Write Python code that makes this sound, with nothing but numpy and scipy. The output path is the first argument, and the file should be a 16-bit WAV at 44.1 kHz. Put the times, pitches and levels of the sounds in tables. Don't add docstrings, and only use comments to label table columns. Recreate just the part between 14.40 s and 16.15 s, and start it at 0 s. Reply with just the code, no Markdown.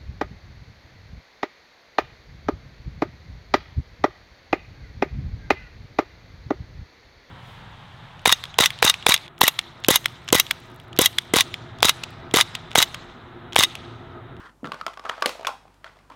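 import sys
import numpy as np
from scipy import signal
from scipy.fft import rfft, irfft
from scipy.io import wavfile
from scipy.ndimage import uniform_filter1d

SR = 44100
rng = np.random.default_rng(int(sys.argv[2]) if len(sys.argv) > 2 else 0)


def attenuation_scalar(level_db):
    decades = np.asarray(level_db, float) / 20
    return 10 ** decades


def output_pcm(signal):
    pcm = np.clip(np.atleast_2d(signal).T, -1, 1) * 32767
    wavfile.write(sys.argv[1], SR, np.round(pcm).astype(np.int16))


N = 77175

# frequency in Hz, rms level in dB.
HUM = [(50, -63.5), (100, -71), (150, -72.5)]
# frequency in Hz, density in dB per Hz.
HISS_COLOUR = [(75, 6), (120, -1.5), (250, -0.5), (550, -7), (1000, -4.5), (1900, -18), (9000, -26),
               (15700, -34), (16100, -55)]
HISS_DB = -61.5

# delay in seconds, level in dB.
ECHOES = [
    (.0045, -19),
    (.016, -43),
    (.022, -23.5),
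    (.031, -30),
]
# frequency in Hz, decay by 60 dB in seconds.
ROOM_T60 = [(200, 0.29), (600, 0.18), (1400, 0.22), (3700, 0.35), (9700, 0.33)]
# frequency in Hz, level in dB.
ROOM_COLOUR = [(200, -3), (900, 3.5), (2000, -5), (3200, -9.5), (6000, -6.5), (8000, -7.5), (14000, -13)]
ROOM_DB, ROOM_RISE_S = -13.5, 0.013

# time in seconds, level in dB.
FINGER_EFFORT = [(0, -75), (.24, -88), (.28, -55.5), (.4, -48.5), (.55, -93), (0.628, -56), (.67, -47.5),
                 (.76, -46.5), (.81, -47.5), (.97, -49), (1.2, -60), (1.428, -68), (1.465, -46.5),
                 (1.5, -56), (1.6, -61.5), (1.69, -66), (1.72, -53), (1.75, -55)]
# frequency in Hz, density in dB per Hz.
FINGER_COLOUR = [(150, -43), (500, -6), (900, -0.5), (1350, -2), (1900, -7), (2400, -9), (4500, -16),
                 (16000, -47)]
# time in seconds, level in dB.
SLIDE_EFFORT = [
    (0, -43.5),
    (.03, -48),
    (.066, -43.5),
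    (.085, -52.5),
    (.098, -47.5),
    (.106, -60.5),
    (.14, -67),
]
# frequency in Hz, density in dB per Hz.
SLIDE_COLOUR = [(150, -20), (330, -7.5), (700, -11.5), (1300, 2), (1850, -4), (2400, -17), (3100, -14),
                (16000, -50.5)]
SLIPS_PER_S, SLIP_SPREAD_DB = 6000, 2.5

# start in seconds, level in dB, frequency in Hz.
THUMPS = [(0.2307, -24.5, 249), (0.244, -22.5, 164), (.258, -41, 210), (.272, -28, 190), (.285, -30, 172),
          (0.33, -40, 220), (.335, -35.5, 154), (1.29, -46, 170), (.420, -42, 170), (.465, -31, 360),
          (0.824, -37.5, 328), (.859, -25.5, 290), (1.492, -47, 139), (1.712, -42, 277)]
# frequency in Hz, density in dB per Hz.
RATTLE_COLOUR = [(60, -38), (150, 4.5), (300, 13), (600, 7), (1200, -36)]
THUMP_T60_S, RATTLE_DB, RATTLE_T60_S = 0.05, -12, 0.083

# start in seconds, level in dB, frequency in Hz, decay by 60 dB in seconds.
PINGS = [(.2445, -31.5, 2860, 0.0097), (.254, -36.5, 3800, 0.013), (.260, -37, 3770, .008),
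         (.272, -36.5, 3350, 0.013), (.272, -43, 5030, .01), (.319, -24.5, 3810, 0.0096),
         (.319, -22, 2720, 0.0058), (.335, -33, 3020, 0.011), (.412, -23.5, 1276, 0.025),
         (.412, -31.5, 4720, 0.0077), (.413, -39, 2880, 0.013), (.465, -21, 5090, 0.0083),
         (.465, -20.5, 6350, 0.0031), (.4655, -20, 1333, 0.026), (.466, -26.5, 2915, 0.014),
         (.480, -32, 3220, 0.011), (.574, -40, 5130, 0.0099), (.595, -34.5, 5150, 0.01),
         (.695, -19, 3240, 0.016), (.708, -28.5, 880, 0.018), (.7135, -24, 980, 0.017),
         (.716, -30, 1810, 0.017), (.720, -26.5, 1210, 0.014), (.730, -32, 1090, 0.013),
         (.739, -30, 1520, 0.016), (.751, -45, 1200, 0.023), (.787, -32, 1290, 0.018),
         (.823, -17, 5040, .008), (.823, -18, 2370, 0.016), (.823, -37, 6410, 0.0072),
         (.843, -21.5, 1160, 0.032), (.8597, -12, 4270, 0.01), (.859, -14, 2750, .012),
         (.8594, -15, 4950, 0.0083), (.859, -19, 10550, 0.01), (.859, -26, 6500, 0.0052),
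         (.882, -31, 5100, .015), (.893, -28, 5500, 0.005), (1.0692, -13, 2540, 0.011),
         (1.0715, -22, 5560, 0.016), (1.0695, -30, 8750, 0.01), (1.103, -27.5, 1013, 0.028),
         (1.4435, -31, 3250, .011), (1.4435, -35.5, 4300, 0.011), (1.447, -44, 670, 0.058),
         (1.461, -40, 1200, 0.017), (1.465, -33.5, 1470, 0.016), (1.475, -41, 1980, 0.017),
         (1.496, -44, 2000, 0.022), (1.719, -49, 2360, 0.044)]
# start in seconds, level in dB,
# frequency in Hz, decay by 60 dB in seconds.
FURTHER_MODES = [(.2445, -41, 2050, 0.037), (.3193, -19, 1497, 0.01), (.468, -34.5, 700, 0.049),
                 (.695, -17.5, 1900, 0.016), (.823, -8.5, 1590, 0.01), (.8598, -13.5, 1460, 0.0089),
                 (.863, -19.5, 900, 0.011), (.893, -30, 1200, 0.0093), (1.0692, -9.5, 3460, 0.0086),
                 (1.072, -23.5, 6560, 0.011), (1.092, -31, 790, 0.13), (1.138, -35.5, 790, 0.11),
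                 (1.4435, -29.5, 1650, 0.014), (.576, -45, 780, 0.073), (1.478, -42, 3300, 0.011),
                 (.5945, -41, 3000, .012), (.5745, -42, 2340, .008), (.539, -43, 3300, .01),
                 (.648, -33, 580, 0.016), (1.0485, -19.5, 2500, 0.0088)]
PING_ROOM_DB = -4

# start in seconds, peak level in dB, wall mode in Hz, hollow body
# relative level in half dB, crack relative level in half dB.
KNOCKS = [(0.2439, -22, 1340, -7, -23.5), (.319, -18.5, 1120, -19, -13.5), (0.412, -25.5, 1253, -12, -12),
          (0.4646, -21.5, 1305, 4, -5), (0.573, -27, 1124, -10, -17), (0.5949, -30, 1160, -9, -12),
          (.651, -24, 800, -11, -17), (0.654, -21, 1298, -37, -21.5), (0.6952, -13.5, 1260, -15.5, -13),
          (.779, -28.5, 1220, 6.5, -22), (0.823, -8.5, 1163, -12, -12.5), (0.8587, -14, 553, -50, 7.5),
          (0.8925, -25.5, 1030, -27, 3), (.995, -28.5, 667, -18, -19), (1.048, -19, 1504, -5, -17),
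          (1.0694, -26, 980, -46, 12), (1.0712, -10, 1025, -38, -28), (1.4435, -30, 1390, -8, -12),
          (1.7, -40.5, 1010, -37, -7), (1.703, -30, 956, -17, -36), (1.713, -33.5, 1030, -28, -40),
          (0.334, -39, 1040, -12, -5), (.821, -19, 1010, -14, -39)]
# start in seconds, peak level in dB, wall mode in Hz, hollow body relative level in half dB, crack relative
# level in half dB.
MORE_KNOCKS = [(.254, -28, 1240, -5, -13), (.260, -28, 1240, -20, -16), (.271, -26, 1166, -66, -19),
               (.343, -29, 1020, -1, -10), (.480, -22.5, 1040, -49, -18.5), (.534, -37.5, 1230, -39, -7),
               (.539, -38, 1250, -16, -7.5), (.639, -35, 1010, -8, -13), (.663, -23, 1196, -9, -23),
               (.691, -25.5, 1017, -28, -9.5), (0.808, -47, 1220, -32, 11), (.953, -32.5, 670, -13, -25.5),
               (1.010, -28.5, 650, -16, -15), (1.030, -30, 860, -20, -13), (1.055, -23, 2310, -19, -16),
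               (1.0817, -20, 1084, -15, -28), (1.0789, -24.5, 2840, -26, -3), (1.090, -17.5, 810, -39, -28),
               (1.227, -50.5, 670, -26, -26.5), (1.253, -36.5, 780, -42, -37), (1.278, -42.5, 1008, -40, -20),
               (1.342, -59.5, 940, -28, 13), (1.569, -45.5, 700, -29, -14), (1.588, -45.5, 2080, -12, -12),
               (1.719, -38, 1134, -21, -18)]
# frequency in Hz, density in dB per Hz.
CRACK_COLOUR = [(500, -7), (1800, 3), (3000, 3.5), (5000, -4.5), (7500, -12.5), (10500, -16), (14000, -20),
                (17000, -32)]
# frequency in Hz, level in dB.
SHELL_MODES = [(2600, -5), (3400, -0.5), (4500, -5.5), (5200, -16), (6700, -7.5), (10600, -26)]
CONTACT_S = 0.00058
SHELL_T60_S, SHELL_SCATTER_DB = 0.0058, 0.5
WALL_DB, WALL_T60_S = 2, 0.018
BODY_HZ, BODY_T60_S = 670, 0.018
CRACK_DB, CRACK_ROOM_DB = -2, 1.5
SNAP_T60_S, LINGER_DB, LINGER_T60_S = 0.012, -8, 0.03
TILT_PER_DB, DULL_RISE = 0.1964, 0.038

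LOW_CUT_HZ, EDGE_HZ = 179, 16550


def evened(x):
    return x / np.sqrt(np.mean(x ** 2) + 1e-20)


def read(points, hz):
    f, value = np.transpose(points)
    return np.interp(np.log(hz + 1), np.log(f + 1), value)


def add(mix, s, sound):
    part = mix[round(s * SR):][:len(sound)]
    part += sound[:len(part)]


def ring(hz, t60, t):
    return np.sin(2 * np.pi * hz * t) * attenuation_scalar(-60 * t / t60)


def coloured(x, points):
    gain = attenuation_scalar(read(points, np.fft.rfftfreq(len(x), 1 / SR)))
    return irfft(rfft(x) * gain, len(x))


def floor():
    t = np.arange(N) / SR
    hum = sum(attenuation_scalar(db) * np.sqrt(2) * np.sin(2 * np.pi * hz * t + 6 * rng.random()) for hz, db in HUM)
    rumble_cut = signal.butter(3, 75, "high", fs=SR, output="sos")
    hiss = signal.sosfilt(rumble_cut, rng.standard_normal(N))
    return hum + attenuation_scalar(HISS_DB) * evened(coloured(hiss, HISS_COLOUR))


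def room(x):
    taps = np.zeros(SR // 2)
    at = np.arange(100, len(taps) - 20, 20)
    at = at + rng.integers(0, 20, len(at))
    taps[at] = rng.choice([-1., 1.], len(at))
    hz, t, z = signal.stft(taps, SR, nperseg=256)
    decay_db = -60 * t / read(ROOM_T60, hz)[:, None]
    z = z * attenuation_scalar(read(ROOM_COLOUR, hz)[:, None] + decay_db)
    tail = signal.istft(z, SR, nperseg=256)[1]
    tail = tail * np.minimum(np.arange(len(tail)) / SR / ROOM_RISE_S, 1) ** 2
    tail = attenuation_scalar(ROOM_DB) * tail / np.linalg.norm(tail)
    for s, db in ECHOES:
        add(tail, s, attenuation_scalar(db) * np.array([0.25, 0.5, 0.25]))
    return signal.fftconvolve(x, tail)[:N]


def rub(effort, colour):
    strength = attenuation_scalar(SLIP_SPREAD_DB * np.minimum(rng.exponential(1, N), 3))
    slips = strength * (rng.random(N) < SLIPS_PER_S / SR) * rng.choice([-1., 1.], N)
    lumps = attenuation_scalar(0.65 * evened(uniform_filter1d(rng.standard_normal(N), size=200)))
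    slips = evened(lumps * coloured(slips, colour))
    s, db = np.transpose(effort)
    return slips * attenuation_scalar(np.interp(np.arange(N) / SR, s, db, right=-99))


def thump(db, hz):
    t = np.arange(6000) / SR
    rattle = evened(coloured(rng.standard_normal(len(t)), RATTLE_COLOUR))
    rattle = attenuation_scalar(RATTLE_DB - 60 * t / RATTLE_T60_S) * rattle
    rise = np.minimum(t / 0.0009, 1)
    return attenuation_scalar(db) * (ring(hz, THUMP_T60_S, t) + rattle) * rise


def ping(db, hz, t60):
    t = np.arange(6000) / SR
    mode = attenuation_scalar(db) * ring(hz, t60, t) * np.minimum(t / CONTACT_S, 1)
    return mode, attenuation_scalar(PING_ROOM_DB) * mode


def knock(db, hz, body_db, crack_db):
    t = np.arange(2600) / SR
    tilt = TILT_PER_DB * (crack_db + 4.5)
    colour = [(f, d + tilt * np.log2(f / 3000)) for f, d in CRACK_COLOUR]
    rise = np.minimum(t / CONTACT_S / (1.5 + DULL_RISE * max(-crack_db, 0)), 1)

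    noise = evened(coloured(rng.standard_normal(len(t)), colour))
    noise = noise * (attenuation_scalar(-60 * t / SNAP_T60_S) + attenuation_scalar(LINGER_DB - 60 * t / LINGER_T60_S))
    luck = SHELL_SCATTER_DB * rng.standard_normal(len(SHELL_MODES))
    shell = sum(attenuation_scalar(d + b) * ring(f, SHELL_T60_S, t) for (f, d), b in zip(SHELL_MODES, luck))
    crack = rise * (shell + noise)

    click = coloured(1. * (np.arange(len(t)) == 100), colour)
    click = attenuation_scalar(CRACK_ROOM_DB) * click * np.linalg.norm(crack) / np.linalg.norm(click)

    t60 = WALL_T60_S * min(1300 / hz, 1)
    wall = ring(hz, t60, t) + 0.5 * ring(1.301 * hz, t60, t) + 0.27 * ring(0.858 * hz, t60, t)
    body = attenuation_scalar(0.5 * body_db) * ring(BODY_HZ, BODY_T60_S, t)
    soft = rise * (attenuation_scalar(WALL_DB) * wall + body)
    hard = attenuation_scalar(CRACK_DB + 0.5 * crack_db)
    return attenuation_scalar(db) * (soft + hard * crack), attenuation_scalar(db) * (soft + hard * click)


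def scene():
    near, far = np.zeros((2, N))
    for s, *push in THUMPS:
        sound = thump(*push)
        add(near, s, sound)
        add(far, s, sound)
    for rows, source in ((PINGS, ping), (FURTHER_MODES, ping), (MORE_KNOCKS, knock), (KNOCKS, knock)):
        for s, *contact in rows:
            heard, sent = source(*contact)
            add(near, s, heard)
            add(far, s, sent)
    low_cut = signal.butter(2, LOW_CUT_HZ, "high", fs=SR, output="sos")
    near, far = signal.sosfilt(low_cut, [near, far])
    friction = rub(FINGER_EFFORT, FINGER_COLOUR) + rub(SLIDE_EFFORT, SLIDE_COLOUR)
    return (floor() + room(far) + friction + near)[None]


def band_limit(x):
    return signal.sosfilt(signal.butter(12, 16840, fs=SR, output="sos"), x)


def record(dry):
    low_pass = signal.firwin(511, EDGE_HZ, window=("kaiser", 9), fs=SR)
    mix = signal.oaconvolve(dry, low_pass[None], "same")
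    return band_limit(mix)


dry = scene()
out = record(dry)
output_pcm(out)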